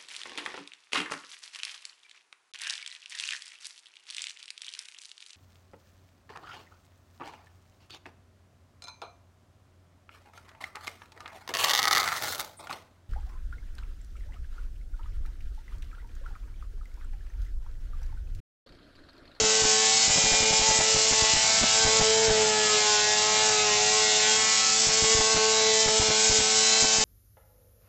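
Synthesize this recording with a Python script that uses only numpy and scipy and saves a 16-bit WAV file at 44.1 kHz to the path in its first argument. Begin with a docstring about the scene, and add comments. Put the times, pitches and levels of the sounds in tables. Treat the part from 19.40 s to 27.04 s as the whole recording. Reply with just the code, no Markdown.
"""Motorcycle burnout on asphalt

A four-cylinder bike turns one slow circle at about 13000 rpm, a few metres from a camera microphone.
The exhaust note changes colour as the pipe swings round, over the roar and rush of its gas.
The spinning rear tyre hisses; the rev limiter keeps cutting the spark, each cut a dip, thump and pop."""
import sys
import numpy as np
from scipy import signal
from scipy.fft import rfft, irfft
from scipy.io import wavfile
from scipy.ndimage import uniform_filter1d

SR = 44100
rng = np.random.default_rng(int(sys.argv[2]) if len(sys.argv) > 2 else 0)


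def file_out(sig):
    """Save sig as 16-bit WAV at sys.argv[1]."""
    # one column per channel
    cols = np.atleast_2d(sig).T
    # limit, then scale
    lim = np.clip(cols, -1, 1)
    pcm = np.round(lim * 32767).astype(np.int16)
    wavfile.write(sys.argv[1], SR, pcm)


N = 336924
T = np.arange(N) / SR


def undb(db):
    """Decibels to gain."""
    return np.exp(np.asarray(db) * (np.log(10) / 20))


def curve(table):
    """Rows of time and value, joined by straight lines."""
    return np.interp(T, *np.transpose(table))


def spectrum(points, hz):
    """Level in dB at any frequency, from rows of frequency and level."""
    points_hz, db = np.transpose(points)
    return np.interp(np.log(hz + 1e-9), np.log(points_hz), db)


def colour(x, points):
    """Give a signal a spectrum and unit rms."""
    hz = np.arange(N // 2 + 1) * SR / N
    shaped = irfft(rfft(x) * undb(spectrum(points, hz)), N)
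    return shaped / shaped.std()


def walk(rate):
    """Smooth random drift of unit spread that changes about rate times a second."""
    size = max(int(SR / rate), 1)
    steps = np.repeat(np.resize(rng.standard_normal(4096), N // size + 2), size)
    start = int(rng.random() * size)
    return 1.22 * uniform_filter1d(steps, size)[start:start + N]


def bell(centre_s, half_s, t=T):
    """A bell curve in time, peaking at 1."""
    return np.exp(-np.minimum(((t - centre_s) / half_s) ** 2, 50))


# Four-stroke cycle rate held by the throttle, bogging midway as the tyre bites: time_s, rate_hz
THROTTLE = [(0, 109.9), (.3, 109.2), (.55, 110.3), (0.799, 109.6), (2.0, 109.9), (2.848, 110.5),
            (3.1, 107.8), (3.58, 105.1), (4.052, 108), (4.331, 104.9), (4.578, 108), (4.778, 106.8),
            (5.06, 109.7), (5.282, 109.1), (5.751, 110.5), (6.12, 110.2), (6.501, 109), (6.75, 109),
            (7.64, 110)]


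def revs(swing_hz=1.452, drop_s=0.015, recover_s=0.07, lag_s=0.006):
    """Engine cycles a second: the revs climb into each limiter cut, drop at once and recover."""
    cycle_hz = curve(THROTTLE)
    for start_s, *_ in LIMITER_CUTS:
        since = T - start_s - lag_s
        cycle_hz -= swing_hz * np.tanh(since / drop_s) * np.exp(-np.abs(since) / recover_s)
    return cycle_hz


def road_bounce(share=0.97):
    """Direct sound and its bounce off the road cancel now and then at the microphone as the bike moves."""
    lag = 2 * np.pi * rng.random() + 1.6 * walk(4)
    return np.sqrt(np.abs(1 + 2 * share * np.cos(lag) / (1 + share ** 2)))


def lobes(heading_rad, hz, depth_db=3.5):
    """Pipe, intake and casing lie apart, so overtones beam in lobes that sweep past the microphone."""
    per_turn = 6 + 4 * hz / 1000
    return undb(depth_db * np.cos(per_turn * heading_rad + 2 * np.pi * rng.random()))


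# Weak low orders (multiples of the cycle rate) from unequal cylinders: order, level_db
UNEVEN_ORDERS = [(1, -61), (3, -59.5)]
# Hum at crank rate, order 2: time_s, level_db
CRANK_HUM = [(0, -49.5), (1.199, -48.5), (1.9, -59), (2.35, -49), (2.75, -45), (3.15, -43), (3.6, -56),
             (5.3, -49.5), (6.6, -45), (7.64, -46)]
# Firing note, order 4: time_s, level_db
FIRING_NOTE = [(0.0, -29), (0.08, -28.5), (0.42, -33.5), (0.66, -43), (1.08, -33), (1.11, -37), (1.83, -35),
               (1.98, -47), (2.3, -46), (2.38, -34.5), (2.77, -24.5), (3.89, -36.5), (4.09, -32.5),
               (4.3, -33), (4.64, -33.5), (4.96, -35.5), (5.19, -45.5), (5.72, -30), (6.23, -28.5),
               (7.64, -36.5)]
# Orders 5 to 8, a table each: time_s, relative_db
FIFTH_ORDER = [(0.0, -40), (0.61, -52), (0.79, -38.5), (1.62, -42), (1.89, -54), (2.57, -42.5), (4.3, -57),
               (7.64, -46)]
SIXTH_ORDER = [(0.0, -44), (0.42, -47), (2.81, -33), (3.57, -43), (3.72, -37), (4.83, -39.5), (5.26, -64),
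               (5.49, -43.5), (6.51, -34), (7.06, -47), (7.43, -38), (7.64, -45)]
SEVENTH_ORDER = [(0.0, -44), (0.4, -35), (1.27, -40.5), (1.64, -50), (2.47, -36), (2.55, -47), (4.6, -32.5),
                 (5.0, -41), (5.98, -41.5), (6.02, -36), (6.45, -47), (7.23, -36.5), (7.64, -41)]
EIGHTH_ORDER = [(0.0, -40), (0.74, -44), (1.34, -27.5), (1.51, -44), (1.96, -32.5), (2.02, -39),
                (3.19, -33), (3.34, -41.5), (3.49, -31.5), (5.0, -37.5), (5.32, -54), (5.93, -35),
                (6.53, -34.5), (7.3, -45.5), (7.64, -35)]
# Exhaust bark, about 1 to 2 kHz: time_s, relative_db
BARK_LEVEL = [(0, -34), (1.2, -39), (1.85, -33.5), (2.1, -34), (3.1, -29.5), (3.95, -33.5), (4.6, -30),
              (5.3, -36), (6.0, -39), (6.8, -33.5), (7.64, -34.5)]
# Engine rasp, about 2 to 4 kHz: time_s, relative_db
ENGINE_RASP = [(0, -30), (.9, -28.5), (1.45, -29), (2.45, -27), (3.1, -31.5), (3.35, -28.7), (4.25, -29),
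               (4.7, -27.5), (5.3, -30), (6.0, -29), (7.3, -29), (7.64, -31)]
# Balance of the upper overtones: pitch_hz, gain_db
OVERTONE_BALANCE = [(1100, -11.5), (1320, -9), (1800, -11), (2000, -17), (3000, -16.5), (4200, -17),
                    (4500, -22), (6000, -22), (7800, -20.5)]
# Odd orders against even ones: pitch_hz, gain_db
ODD_BALANCE = [(1000, -13), (2500, -5), (4000, -0.5), (5500, -1)]
# Overtones that ring out as the bike swings round: centre_s, pitch_hz, level_db, half_length_s
OVERTONE_SWELLS = [(0.58, 4400, -32, 0.11), (0.987, 2420, -32.5, 0.28), (1.38, 1980, -35, 0.12),
                   (2.1, 2200, -35.5, 0.14), (2.429, 1540, -34, 0.09), (3.23, 1760, -35, 0.17),
                   (3.565, 1540, -35.5, 0.13), (4.2, 2640, -35, 0.055), (4.62, 1540, -41, 0.1),
                   (4.731, 3740, -34.5, 0.11), (4.93, 3300, -33, 0.12), (5.22, 5060, -39, 0.14),
                   (5.274, 1320, -35.5, 0.12), (5.939, 1100, -35, 0.45), (6.0, 1540, -37.5, 0.27),
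                   (6.25, 3960, -33, 0.19), (7.32, 3990, -29, 0.16)]


def exhaust(phase, heading_rad, tail_on):
    """Wavering orders of the engine cycle: four firings a cycle make the note, with overtones above."""
    cycle_hz = np.median(np.array(THROTTLE)[:, 1])
    cut_dip_db = 0.5 * np.max([bell(s, 0.19) for s, *_ in LIMITER_CUTS], axis=0)
    bark_db = curve(BARK_LEVEL) + 1
    rasp_db = curve(ENGINE_RASP) + 2.5
    whine_db = -21 - 2.5 * tail_on  # from the engine itself, hidden when tail-on
    low_db = {round(order): db + 2 * walk(14) for order, db in UNEVEN_ORDERS}
    low_db.update({2: curve(CRANK_HUM), 4: curve(FIRING_NOTE)})
    for order, table in enumerate((FIFTH_ORDER, SIXTH_ORDER, SEVENTH_ORDER, EIGHTH_ORDER), start=5):
        low_db[order] = curve(table) - 1.62
    out = np.zeros(N)
    for order in range(1, 73):
        hz = order * cycle_hz
        offset = 2 * np.pi * rng.random()
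        if order in low_db:
            sway_db = 1.38 * np.sqrt(hz / 600) * walk(15)  # shorter waves feel the bike's sway more
            gain = undb(low_db[order] + sway_db)
            waver = 0.11 * hz / 600 * walk(50)
        else:
            band_db = bark_db if hz < 1900 else rasp_db if hz < 4300 else whine_db
            balance_db = spectrum(OVERTONE_BALANCE, hz) + order % 2 * spectrum(ODD_BALANCE, hz)
            gain = undb(band_db + balance_db - cut_dip_db) * road_bounce() * lobes(heading_rad, hz)
            waver = 0.47 * np.sqrt(hz / 2000) * walk(22)
        for centre_s, pitch_hz, level_db, half_s in OVERTONE_SWELLS:
            if round(pitch_hz / cycle_hz) == order:
                gain = np.maximum(gain, undb(level_db) * bell(centre_s, half_s))
        out += gain * np.cos(order * phase + offset + waver)
    return np.sqrt(2) * out


# Noise at the pipe's mouth (mid roar, high rush, low jet rumble): frequency_hz, density_db
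ROAR_SPECTRUM = [(60, -28), (220, 0.5), (300, -7.5), (380, -21.5), (520, -2), (800, 1.5), (1150, -3),
                 (1700, -1.5), (3000, -12.5), (8000, -36)]
RUSH_SPECTRUM = [(400, -43), (1200, -39), (2100, -2), (2900, -4.5), (3400, -0.5), (4200, -2), (5500, -0.5),
                 (8000, -24)]
JET_SPECTRUM = [(20, -12), (60, -5), (130, -1.5), (200, -9), (330, -17), (1000, -35.5)]


def gas(phase, tail_on):
    """Turbulent gas leaves in uneven puffs, one a firing; roar and jet grow as the pipe faces us."""
    puffs = 1 + 0.52 * np.cos(4 * phase) + 0.059 * np.cos(2 * phase) + 0.21 * np.cos(phase)
    jet_db = -53 + 7 * tail_on
    roar_db = -39 + 0.45 * (jet_db - jet_db.mean()) + 1.1 * walk(13)
    roar = colour(puffs * rng.standard_normal(N), ROAR_SPECTRUM) * undb(roar_db)
    rush = colour(puffs * rng.standard_normal(N), RUSH_SPECTRUM) * undb(curve(ENGINE_RASP) - 2.5)
    jet = colour(rng.standard_normal(N), JET_SPECTRUM) * undb(jet_db)
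    return roar + rush + jet


# Rear tyre's hiss at the microphone: time_s, relative_db
TYRE_LEVEL = [(0.06, -24.5), (0.37, -24), (2.53, -24.5), (3.22, -30), (3.24, -29), (5.34, -25.5),
              (6.11, -28), (6.32, -26), (6.74, -27), (6.97, -22), (7.03, -25.5), (7.18, -23.5), (7.58, -24)]
# Rubber sliding on asphalt: frequency_hz, density_db
TYRE_SPECTRUM = [(500, -44), (2000, -13.5), (3800, -5.5), (4500, 0), (5100, 5), (5700, 3.5), (6500, 5),
                 (7400, 6.5), (8000, -3.5)]


def tyre(cycle_hz, slip_db_per_hz=1.9, lift_db=0.5, lift_s=0.026):
    """Rubber tears over the asphalt in dense uneven grains, hissing harder as the revs climb into a cut."""
    hiss_db = curve(TYRE_LEVEL) + 0.74 + slip_db_per_hz * (cycle_hz - curve(THROTTLE))
    for start_s, *_ in LIMITER_CUTS:  # a slight lift softens the sag after each cut
        age = np.clip((T - start_s) / lift_s, 0, 30)
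        hiss_db += lift_db * age * np.exp(1 - age)
    grains = rng.standard_normal(N) * undb(1.35 * walk(900))
    return colour(grains, TYRE_SPECTRUM) * undb(hiss_db + walk(45))


# Spark cuts, with relative strengths: start_s, thump_db, pop_db
LIMITER_CUTS = [(0.016, -35, -33.5), (0.221, -44, -29), (0.679, -34, -32), (0.758, -37, -29.5),
                (0.839, -31, -30.5), (0.916, -31, -29.5), (1.004, -34, -33), (1.106, -30, -31),
                (1.194, -37, -30), (1.289, -32, -29), (1.388, -34, -29.5), (1.545, -24, -33.5),
                (1.71, -26, -31), (1.821, -22, -33), (1.935, -27, -31), (2.211, -23.5, -26.5),
                (2.447, -18, -28.5), (2.595, -41, -26.5), (2.881, -22, -25.5), (5.469, -34, -33),
                (5.622, -27, -31), (5.747, -19.5, -39), (5.79, -24, -31.5), (5.945, -28, -29),
                (6.458, -26, -29.5), (6.595, -17, -31), (6.686, -30, -30), (6.895, -20, -32.5),
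                (6.988, -32, -31), (7.425, -43, -30.5), (7.584, -34, -34)]
# Flame of a pop: frequency_hz, density_db
FLAME_SPECTRUM = [(30, 4.5), (60, -5.5), (130, -1.5), (280, -3), (400, -10.5), (820, 0), (1100, -11.5),
                  (2200, -10.5), (5000, -37.5)]


def limiter(depth=0.3):
    """Firing dips, the pipe sucks back, then the unburnt charge pops. Returns firing share and sound."""
    firing, kicks, burn = np.ones(N), np.zeros(N), np.zeros(N)
    for start_s, thump_db, pop_db in LIMITER_CUTS:
        gap_luck, shut_luck, pop_luck = rng.standard_normal(3)
        start = int(start_s * SR)
        t = T[:min(SR // 20, N - start)]
        span = slice(start, start + len(t))
        gap_s = 0.02 * np.exp(0.15 * gap_luck)
        firing[span] *= 1 - depth * np.exp(-(2 * t / gap_s - 1) ** 4)
        shut = undb(-23 + 0.99 * shut_luck) * bell(0.0015, 0.0008, t)
        suck = undb(thump_db - 3) * bell(0.006, 0.0031, t)
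        pop = undb(pop_db - 3.5 + 0.39 * pop_luck) * bell(gap_s, 0.00083, t)
        kicks[span] += shut - suck + pop
        burn[span] += undb(pop_db + 1.5) * bell(gap_s + 0.0018, 0.014, t)
    silencer = signal.butter(2, [8, 900], "band", fs=SR, output="sos")
    flame = burn * colour(rng.standard_normal(N), FLAME_SPECTRUM)
    return firing, signal.sosfilt(silencer, kicks) + flame


# The way the bike faces, 0 nose to the microphone and 180 tail: time_s, heading_deg
BIKE_HEADING = [(0, 8.1), (1.5, 77), (2.3, 119), (2.8, 148), (3.5, 270), (4.3, 200), (5.0, 300), (7.0, 384),
                (7.64, 380)]
PIPE_DEG = 166  # heading at which the pipe points at the microphone


def scene():
    """The circling bike in mono, from a few metres across the asphalt."""
    heading_rad = np.radians(curve(BIKE_HEADING))
    tail_on = np.abs(np.cos((heading_rad - np.radians(PIPE_DEG)) / 2)) ** 2.8  # the pipe's beam
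    cycle_hz = revs()
    # no two combustions are quite alike in timing or strength
    phase = 2 * np.pi * np.cumsum(cycle_hz) / SR + 0.003 * walk(200)
    firing, pops = limiter()
    engine = exhaust(phase, heading_rad, tail_on) * undb(0.44 * walk(220)) * firing
    return (engine + gas(phase, tail_on) + tyre(cycle_hz) + pops)[None]


def record(dry):
    """A small camera's microphone sampled at 16 kHz: a steep top edge, a faint mirror image just above."""
    passed = signal.sosfilt(signal.ellip(12, 0.2, 70, 7780, fs=SR, output="sos"), dry)
    mirror = 2 * passed * np.cos(2 * np.pi * 16000 * T)
    mirror = signal.sosfilt(signal.butter(20, 7950, fs=SR, output="sos"), mirror)
    top_edge = signal.ellip(8, 0.2, 70, 8750, fs=SR, output="sos")
    return signal.sosfilt(top_edge, passed + undb(-4) * mirror)


dry = scene()
out = record(dry)
file_out(out)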